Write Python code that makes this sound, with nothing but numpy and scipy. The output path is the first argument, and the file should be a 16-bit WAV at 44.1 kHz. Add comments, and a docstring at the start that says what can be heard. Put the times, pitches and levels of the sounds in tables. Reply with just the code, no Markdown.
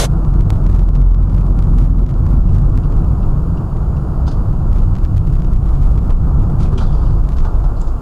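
"""Inside a car driving through town, heard by a small camera on the windscreen. The sound opens on a harsh
burst of crunching metal and glass that stops short after some 60 ms. The engine booms and the bumpy road
rumbles in the cabin, hard enough to work the camera's limiter and make it crackle. From 2.5 s the turn signal
ticks faintly; near 3 s the engine shifts up, later running down. Outside, at 4.3 s and again from 6.6 s, the
poles of a trolleybus clash with the overhead wires, and loose fittings bang and clatter."""
import sys
import numpy as np
from scipy import signal
from scipy.fft import rfft, irfft, next_fast_len
from scipy.io import wavfile
from scipy.ndimage import uniform_filter1d, map_coordinates

SR = 44100
rng = np.random.default_rng(int(sys.argv[2]) if len(sys.argv) > 2 else 0)


def transcribe(signal):
    """Save signal, clipped to [-1, 1], as a 16-bit WAV file at the path in sys.argv[1]."""
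    frames = np.atleast_2d(signal).T
    limited = np.clip(frames, -1, 1)
    pcm = np.round(limited * 32767).astype(np.int16)
    wavfile.write(sys.argv[1], SR, pcm)


N = 353241

# microphone hiss EQ: frequency_hz, gain_db
HISS_EQ = [(1000, -8), (2000, 0.5), (2800, 6), (3600, 0.5), (4800, 4), (6000, -4.5), (6900, 4),
           (7500, -5.5), (8500, -0.5), (11500, -12.5), (13000, -4), (14500, -2.5)]
# faint electronic tones: pitch_hz, level_db
WHINE_TONES = [(7150, -76), (10430, -74.5)]
# the sharpest clicks of the crackle: time_s, relative_level_db, treble_db
CRACKLE_CLICKS = [(.25, -33, -9.5), (.34, -34.5, -8.5), (.41, -27, -2), (.5044, -16, -1.5),
                  (.5705, -39, -12), (.666, -28, -10), (0.6982, -37, -1), (0.7302, -34.5, -9),
                  (.752, -35, -2.5), (0.762, -32.5, -1.5), (0.794, -28.5, -8.5), (.89, -31, -0.5),
                  (.9543, -28.5, -8.5), (.963, -30, -5), (1.0186, -34, -10), (1.1145, -36.5, -8),
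                  (1.1464, -31, -16.5), (1.299, -36, -10), (1.382, -33, -11), (1.412, -35, -5.5),
                  (1.591, -26, -5), (1.6256, -34, -3), (1.786, -26.5, -0.5), (1.823, -36.5, -4),
                  (1.844, -35.5, -2.5), (1.992, -36, -18.5), (2.0647, -33, -10), (2.092, -34, -11.5),
                  (2.111, -34.5, -11), (2.1415, -35.5, -10.5), (2.266, -31.5, -9.5), (2.5567, -36, -4),
                  (2.5847, -35, -8.5), (2.7766, -27.5, -0.5), (2.9245, -34.5, -8.5), (2.9653, -42, -10.5),
                  (3.77, -36, -9), (4.53, -38, -9), (4.718, -36, -8), (4.7301, -30.5, -9), (4.762, -34, -6),
                  (4.785, -32.5, -8), (4.9541, -30.5, -7), (4.966, -30.5, -12), (4.986, -33.5, -0.5),
                  (5.051, -28.5, -6), (5.06, -35, -5.5), (5.182, -37, -9.5), (5.274, -32, -4.5),
                  (5.3673, -40.5, -5.5), (5.402, -40.5, -10), (5.421, -31.5, -14), (5.4477, -33.5, -9.5),
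                  (5.562, -34, -14), (5.658, -35.5, -11.5), (5.6923, -33.5, -7), (5.758, -37, -5.5),
                  (5.818, -38.5, -11.5), (5.833, -34, -3), (5.9782, -31, -10), (5.99, -33.5, -13),
                  (6.106, -28.5, -5.5), (6.115, -38.5, -7.5), (6.44, -38, -10.5), (7.109, -35.5, -13),
                  (7.2902, -27.5, -2.5), (7.322, -31, -8), (7.336, -36, -6.5), (7.386, -25.5, -16),
                  (7.405, -31, -13)]
# spells of fine crackle: centre_s, relative_level_db, half_length_s
CRACKLE_SPELLS = [(0.535, -45, .04), (0.744, -48, 0.12), (1.367, -48, 0.089), (1.628, -45, 0.028),
                  (1.83, -46.5, 0.065), (2.092, -42.5, 0.033), (2.297, -49, .05), (2.569, -43.5, 0.039),
                  (2.78, -49.5, 0.03), (4.766, -45.5, 0.054), (5.024, -50.5, 0.055), (5.175, -40.5, 0.016),
                  (5.335, -47.5, .1), (5.53, -48, 0.026), (5.762, -49.5, 0.2), (6.068, -49.5, 0.078),
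                  (6.503, -45.5, .02), (7.313, -44.5, 0.059)]
# resonances of the turn signal relay's case: pitch_hz, width_hz, gain_db
RELAY_MODES = [(2750, 130, 6), (3900, 300, -6.5), (4720, 120, -2), (5700, 100, -1)]
# faders for the road surface and the final slowing: time_s, drone_db, roar_db, shake_db, tyre_air_db
ROAD_FADERS = [(0, -15.5, -34, -19, -40), (.6, -16.5, -35.5, -17.5, -36.5), (1.1, -16, -34.5, -18, -31.5),
               (1.45, -17, -36, -19.5, -31.5), (2.3, -15, -35.5, -17, -28.5), (3.1, -17, -35, -16, -34),
               (3.7, -19, -35.5, -21.5, -49.5), (4.1, -20, -35, -21, -40), (4.4, -19, -34.5, -20, -36.5),
               (5.25, -18, -38.5, -17.5, -41.5), (5.65, -19.5, -36.5, -14.5, -37),
               (6.3, -17, -34.5, -16, -35.5), (6.85, -16.5, -34, -19, -38.5), (7.25, -22, -37, -15, -38),
               (7.55, -23, -35.5, -15.5, -40.5), (8.0, -27.5, -36.5, -18, -40)]
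# body shake EQ: frequency_hz, gain_db
SHAKE_EQ = [(10, -11.5), (19, -6), (27, 1.5), (36, -5.5), (46, -2.5), (54, -3.5), (62, -8.5), (90, -24),
            (200, -85.5)]
# air resonances of the cabin: pitch_hz, width_hz, gain_db
CABIN_MODES = [(64.4, 9.05, -1), (79.35, 6, 0), (98.44, 7.1, 0), (139.9, 16.7, -2.5), (169.7, 17.9, -4.5),
               (200.7, 37, -12.5), (314, 93, -19.5)]
# tyre roar EQ: frequency_hz, gain_db
ROAR_EQ = [(190, -39), (330, -1.5), (371, -10), (457, -7), (494, -10.5), (727, -10), (849, -12),
           (1040, -12.5), (1220, -13.5), (1360, -16), (1740, -34), (2100, -44), (2730, -50), (4620, -120)]
# bumps in the road: centre_s, level_db
ROAD_BUMPS = [(.49, -12.5), (2.551, -10), (4.48, -21), (4.88, -16.5), (5.17, -12)]
# the engine pulls, shifts up, then runs down: time_s, firing_rate_hz, boom_db
ENGINE_MOVES = [(0, 46.15, -16), (.55, 41.07, -13), (.85, 41.98, -6), (1.27, 43.56, -3.5),
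                (1.45, 44.11, -14.5), (1.95, 41.41, -7), (2.3, 44.67, -15.5), (2.7, 40.85, -13),
                (3.0, 33.48, -18.5), (3.65, 32.6, -26.5), (4.25, 32.06, -20), (5.35, 33.93, -9.5),
                (5.9, 32, -15.5), (7.3, 26.52, -16.5), (8.0, 24.3, -26)]
# EQ of the crunch's fractures: frequency_hz, gain_db
FRACTURE_EQ = [(150, -4.5), (300, -3.5), (560, -2), (1100, -8), (2000, -13), (2700, -14.5), (3900, -11.5),
               (5300, -16), (6400, -14), (9000, -19), (11000, -23.5), (14500, -30.5)]
# a ringing panel and glass splinters: pitch_hz, width_hz, gain_db
DEBRIS_MODES = [(439, 23, 16.5), (560, 40, 13), (672, 37, 5.5), (2160, 25, 0.5), (3150, 40, -1),
                (3450, 32, -2.5), (6350, 130, 2), (9640, 130, -2), (10400, 120, -3), (12000, 80, -3.5)]
# modes of the long steel pole: pitch_hz, level_db, t60_s
POLE_MODES = [(2362, -4, 0.13), (2830, -2, 0.13), (3120, -2, 0.12), (3400, 1, 0.11), (4100, -11, .25),
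              (4650, -11, .43), (4850, -13, .3), (6000, -5, .1), (6900, -9, .1)]
# modes of the small collector shoe at its tip: pitch_hz, level_db, t60_s
SHOE_MODES = [(3570, -4, 0.12), (4090, -4, .1), (4420, -6, .11), (4710, -9, 0.19), (5000, -2, .1),
              (5160, -3, .09), (5180, -3, .1), (6130, -8, .11), (6400, -4, 0.12), (8060, -6, 0.067)]
# steel chatter EQ: frequency_hz, gain_db
CHATTER_EQ = [(800, -9), (2000, -5.5), (3300, 1.5), (5000, -2.5), (6400, -5), (8500, -10.5), (10500, -15),
              (12500, -33)]
# EQ of a knock heard through the car's shell: frequency_hz, gain_db
KNOCK_EQ = [(150, -8), (350, 2.5), (600, 1.5), (900, 0), (1350, 2), (1900, -21.5), (4000, -57)]
# hits on the trolley gear:
# start_s, chatter_db, ring_db, ring_hz, knock_db, t60_s, rise_s, clang_db, part_struck
TROLLEY_HITS = [(4.260, -44.5, -45.5, 4618, -48, .17, .008, -50, "shoe"),
                (4.274, -39.5, -39, 4500, -24, .08, .004, -39.5, "shoe"),
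                (4.310, -43.5, -50.5, 4900, -34, .11, .003, -46, "shoe"),
                (6.592, -42.5, -46, 2050, -31, .25, 0.0077, -55, "pole"),
                (6.624, -38.5, -58, 5600, -37, .097, .005, -55, "shoe"),
                (6.648, -48.5, -46, 2500, -40, .12, .005, -56, "pole"),
                (6.712, -49.5, -21.5, 373, -32, 0.31, 0.011, -56, "pole"),
                (6.748, -47, -11, 230, -36, .09, .006, -60, "pole"),
                (6.773, -28, -29.5, 3250, -20, .08, .008, -31.5, "pole"),
                (6.800, -43.5, -42.5, 3930, -24.5, .2, .005, -49, "pole"),
                (6.813, -44, -21, 850, -26, .08, .004, -44, "shoe"),
                (6.826, -44.5, -45, 4600, -36, 0.055, .002, -49, "shoe"),
                (6.862, -51, -50, 3500, -41, .2, .006, -56, "pole"),
                (6.915, -55, -56, 4670, -42, .88, 0.0091, -49, "pole"),
                (7.01, -58.5, -59, 4600, -42.5, 1, .011, -56, "pole"),
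                (7.055, -56, -52, 3000, -35, .12, .005, -58, "pole"),
                (7.362, -47.5, -58, 4520, -44, 0.27, .005, -55, "shoe"),
                (7.415, -56, -35, 890.4, -37, 0.22, 0.01, -59, "pole"),
                (7.444, -37, -18, 900, -17.5, .055, .005, -46, "pole"),
                (7.460, -60, -39, 1200, -33, 0.21, .005, -60, "pole"),
                (7.634, -49, -29, 750, -31, .12, .006, -52, "shoe"),
                (7.759, -59.5, -56.5, 4346, -54, .4, .008, -58, "shoe"),
                (7.795, -57, -52, 7000, -56, .2, .008, -60, "shoe"),
                (7.814, -39.5, -37, 7100, -50, .024, .0013, -49, "shoe"),
                (7.87, -49, -59, 6450, -47, .09, .002, -50, "shoe")]


def amp(db):
    """Decibels to gain."""
    return 10 ** (np.asarray(db) / 20)


def unit(x):
    """Normalised to rms 1."""
    return x / np.sqrt(np.mean(x ** 2) + 1e-20)


def curves(rows):
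    """An automation lane, one value per sample, for each column after the time."""
    s, *cols = np.transpose(rows)
    return [np.interp(np.arange(N) / SR, s, c) for c in cols]


def wobble(rate):
    """A smooth random modulator, rate knots a second."""
    return map_coordinates(rng.standard_normal(int(N * rate / SR) + 4), [np.arange(N) * rate / SR])


def filtered(x, response):
    """x played through a frequency response."""
    n = x.shape[-1]
    m = next_fast_len(n + SR // 4)
    return irfft(rfft(x, m) * response(np.fft.rfftfreq(m, 1 / SR)), m)[..., :n]


def colour(points):
    """An EQ curve through (frequency_hz, gain_db) points on a log axis."""
    f, db = np.transpose(points)
    return lambda hz: amp(np.interp(np.log(hz + 1), np.log(f + 1), db))


def resonances(modes):
    """The causal response of a bank of (pitch_hz, width_hz, gain_db) resonators."""
    return lambda f: sum((-1) ** k * amp(db) * 1j * f * width / (hz * hz - f * f + 1j * f * width)
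                         for k, (hz, width, db) in enumerate(modes))


def noise(response, size=N):
    """Coloured noise of rms 1."""
    return unit(filtered(rng.standard_normal(size), response))


def grains(rate, scatter_db, size=N):
    """Random impulses of uneven strength, rate a second."""
    present = rng.random(size) < rate / SR
    return present * rng.choice([-1, 1], size) * amp(scatter_db * rng.uniform(-0.11, 1, size))


def add(track, s, sound):
    """Mixes a sound into a track from time s."""
    part = track[max(round(s * SR), 0):][:len(sound)]
    part += sound[:len(part)]


def electronics():
    """A steady bed of microphone hiss with a thin, wavering whine."""
    whine = sum(amp(db) * np.sin(2 * np.pi * np.cumsum(hz + 12 * wobble(40)) / SR)
                for hz, db in WHINE_TONES)
    return amp(-57.5) * noise(colour(HISS_EQ)) + np.sqrt(2) * whine


def overload_crackle(swing, strain):
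    """Tiny signal jumps in the overloaded camera: cued clicks and spells, and a spray on the crests."""
    clicks, t = np.zeros(N), np.arange(N) / SR
    impulse = signal.unit_impulse(SR // 50, "mid")
    lag = (np.arange(len(impulse)) - len(impulse) // 2) / SR
    splutter_shape = amp(-23) * np.exp(-np.abs(lag) / 0.0047)
    for s, db, treble_db in CRACKLE_CLICKS:
        splutter = splutter_shape * grains(rate=2300, scatter_db=10.0, size=len(lag))
        click_eq = colour([(200, -6), (900, 1.5), (6500, -0.5), (9000, treble_db)])
        click = filtered(impulse + splutter, click_eq)
        add(clicks, s + lag[0], amp(db + 8.0) * rng.choice([-1, 1]) * click)
    spells = sum(amp(db) * np.exp(-((t - s) / half_s) ** 2) for s, db, half_s in CRACKLE_SPELLS)
    dense = swing * spells * unit(grains(rate=800, scatter_db=6.0))
    spray = strain * amp(-49.5 + wobble(11)) * unit(grains(rate=600, scatter_db=2.5))
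    jumps = clicks + amp(-1) * (dense + spray)
    steps = signal.lfilter([1], [1, -np.exp(-1 / (0.0014 * SR))], jumps)  # each jump relaxes at once
    return filtered(steps, colour([(2000, -1.5), (7000, -1.5), (14000, -2.5)]))


def turn_signal(start_s=2.486, cycle_s=.739, on_s=.345, clicks=5):
    """A relay ticks behind the dashboard, dropping out a touch louder than it pulls in."""
    out, t = np.zeros(N), np.arange(SR // 10) / SR
    attack = 1 - np.exp(-t / 0.0024)
    for k in range(clicks):
        cycle, drops_out = divmod(k, 2)
        decay = amp(-46 + drops_out - 60 * t / 0.071)
        tick = attack * decay * noise(resonances(RELAY_MODES), size=len(t))
        add(out, start_s + cycle * cycle_s + drops_out * on_s, tick)
    return out


def road(hum_hz=141):
    """The road shakes the body and rings the air in cabin and tyres; the tread roars through the glass."""
    drone_db, roar_db, shake_db, tyre_air_db = curves(ROAD_FADERS)
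    shake = amp(shake_db + 3.5) * noise(colour(SHAKE_EQ))
    muffle = colour([(30, -34), (60, 4.0), (350, 1.5), (600, -4.5), (1500, -50.5), (3000, -65.0)])
    drone = amp(drone_db + 1.5) * noise(lambda hz: resonances(CABIN_MODES)(hz) * muffle(hz))
    hum_phase = 2 * np.pi * np.cumsum(hum_hz + 6 * wobble(9)) / SR  # the drone's strongest note
    hum = np.sqrt(2) * amp(drone_db - 13 + 3.5 * wobble(18)) * np.sin(hum_phase)
    tyre_air = amp(tyre_air_db) * noise(lambda hz: resonances([(243, 22, 0)])(hz) ** 2)
    roar = amp(roar_db + 1.45 + .7 * wobble(40)) * noise(colour(ROAR_EQ))
    return shake + drone + hum + tyre_air + roar


def bumps(body_hz=102.3, half_length_s=0.058):
    """Each bump in the road makes the body boom briefly on one low note."""
    t = np.arange(N) / SR
    swell = sum(amp(db) * np.exp(-((t - s) / half_length_s) ** 2) for s, db in ROAD_BUMPS)
    return np.sqrt(2) * swell * np.sin(2 * np.pi * np.cumsum(body_hz + 4 * wobble(10)) / SR)


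def engine(octave_db=-13.5):
    """The low end: the firing rate and its octave boom in the cabin, a little unsteadily."""
    firing_hz, boom_db = curves(ENGINE_MOVES)
    phase = 2 * np.pi * np.cumsum(firing_hz * (1 + 0.014 * wobble(12))) / SR
    boom = amp(boom_db + 1.95 * wobble(8.3)) * np.sin(phase)
    octave = amp(boom_db + octave_db + 1.8 * wobble(6.0)) * np.sin(2 * phase)
    return np.sqrt(2) * (boom + octave)


def shards():
    """Dense fractures, with a panel and splinters of glass ringing among them."""
    fractures = unit(filtered(grains(rate=12000, scatter_db=2.5), colour(FRACTURE_EQ)))
    return fractures + amp(-5.0) * noise(resonances(DEBRIS_MODES))


def crunch(hold_s=0.055, sag_db_per_s=114.5, release_db_per_s=1199):
    """A harsh burst of crunching metal and glass with a little stereo width; it sags, then stops short."""
    t = np.arange(N) / SR
    envelope = amp(-13.5 - sag_db_per_s * t - release_db_per_s * np.maximum(t - hold_s, 0))
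    mid = shards()
    side = amp(-7.0) * np.array([[1], [-1]]) * shards()
    return envelope * (mid + side)


def clang(modes, t, blur_hz=110):
    """Struck steel rings in its modes; loose parts keep rattling, blurring each into a noise band."""
    pitches_hz, levels_db, t60s = np.transpose(modes)
    gains = amp(levels_db + rng.normal(0, 1.5, levels_db.shape))
    out = np.zeros(len(t))
    for pitch_hz, gain, t60_s in zip(pitches_hz, gains, t60s):
        ring = noise(lambda hz: resonances([(pitch_hz, blur_hz, 0)])(hz) ** 2, size=len(t))
        out += gain * amp(-60 * t / t60_s) * ring
    return out / np.linalg.norm(gains)


def trolley_clashes(street_db=-24.0, street_t60_s=1.0):
    """Each hit layers steel chatter, a broad ring, a dull knock and the clang of the struck part."""
    out, t = np.zeros(N), np.arange(SR // 2) / SR
    modes = {"pole": POLE_MODES, "shoe": SHOE_MODES}
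    for start_s, chatter_db, ring_db, ring_hz, knock_db, t60_s, rise_s, clang_db, part in TROLLEY_HITS:
        contacts = grains(rate=12000, scatter_db=13.0, size=len(t))
        chatter = amp(chatter_db) * unit(filtered(contacts, colour(CHATTER_EQ)))
        ring_band = resonances([(ring_hz, .17 * ring_hz, 0)])
        ring = amp(ring_db) * noise(lambda hz: ring_band(hz) ** 2, size=len(t))
        knock = amp(knock_db) * noise(colour(KNOCK_EQ), size=len(t))
        attack = 1 - np.exp(-(t / rise_s) ** 2)
        decay = amp(-60 * t / t60_s)
        street_tail = amp(street_db - 60 * t / street_t60_s)
        impact = (decay + street_tail) * (chatter + ring + knock)
        add(out, start_s, attack * (impact + amp(clang_db) * clang(modes[part], t)))
    return out


def scene():
    """The mix: everything sits dead centre except the crunch."""
    return crunch() + engine() + road() + bumps() + trolley_clashes() + turn_signal() + electronics()


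def limiter(x, ceiling_db, release_db_per_s):
    """Fast attack, steady release: the boom ducks all else, and big swings crackle."""
    over_db = 20 * np.log10(np.maximum(np.abs(x).max(axis=0) / amp(ceiling_db), 1))
    recovery_db = release_db_per_s * np.arange(N) / SR
    cut_db = np.maximum.accumulate(over_db + recovery_db) - recovery_db
    limited = x * amp(-uniform_filter1d(cut_db, size=24))
    swing = np.abs(limited).max(axis=0) / amp(ceiling_db)
    # the spray fades in over the first 0.5 dB of cut and ducks 1.5 dB for each dB of cut
    strain = swing * np.minimum(cut_db / 0.5, 1) * amp(-1.5 * cut_db)
    return limited + overload_crackle(swing, strain)


def record(dry):
    """The camera limits the peaks and keeps nothing above its band limit."""
    return filtered(limiter(dry, ceiling_db=-3.5, release_db_per_s=37.0), lambda hz: hz < 14550)


dry = scene()
out = record(dry)
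transcribe(out)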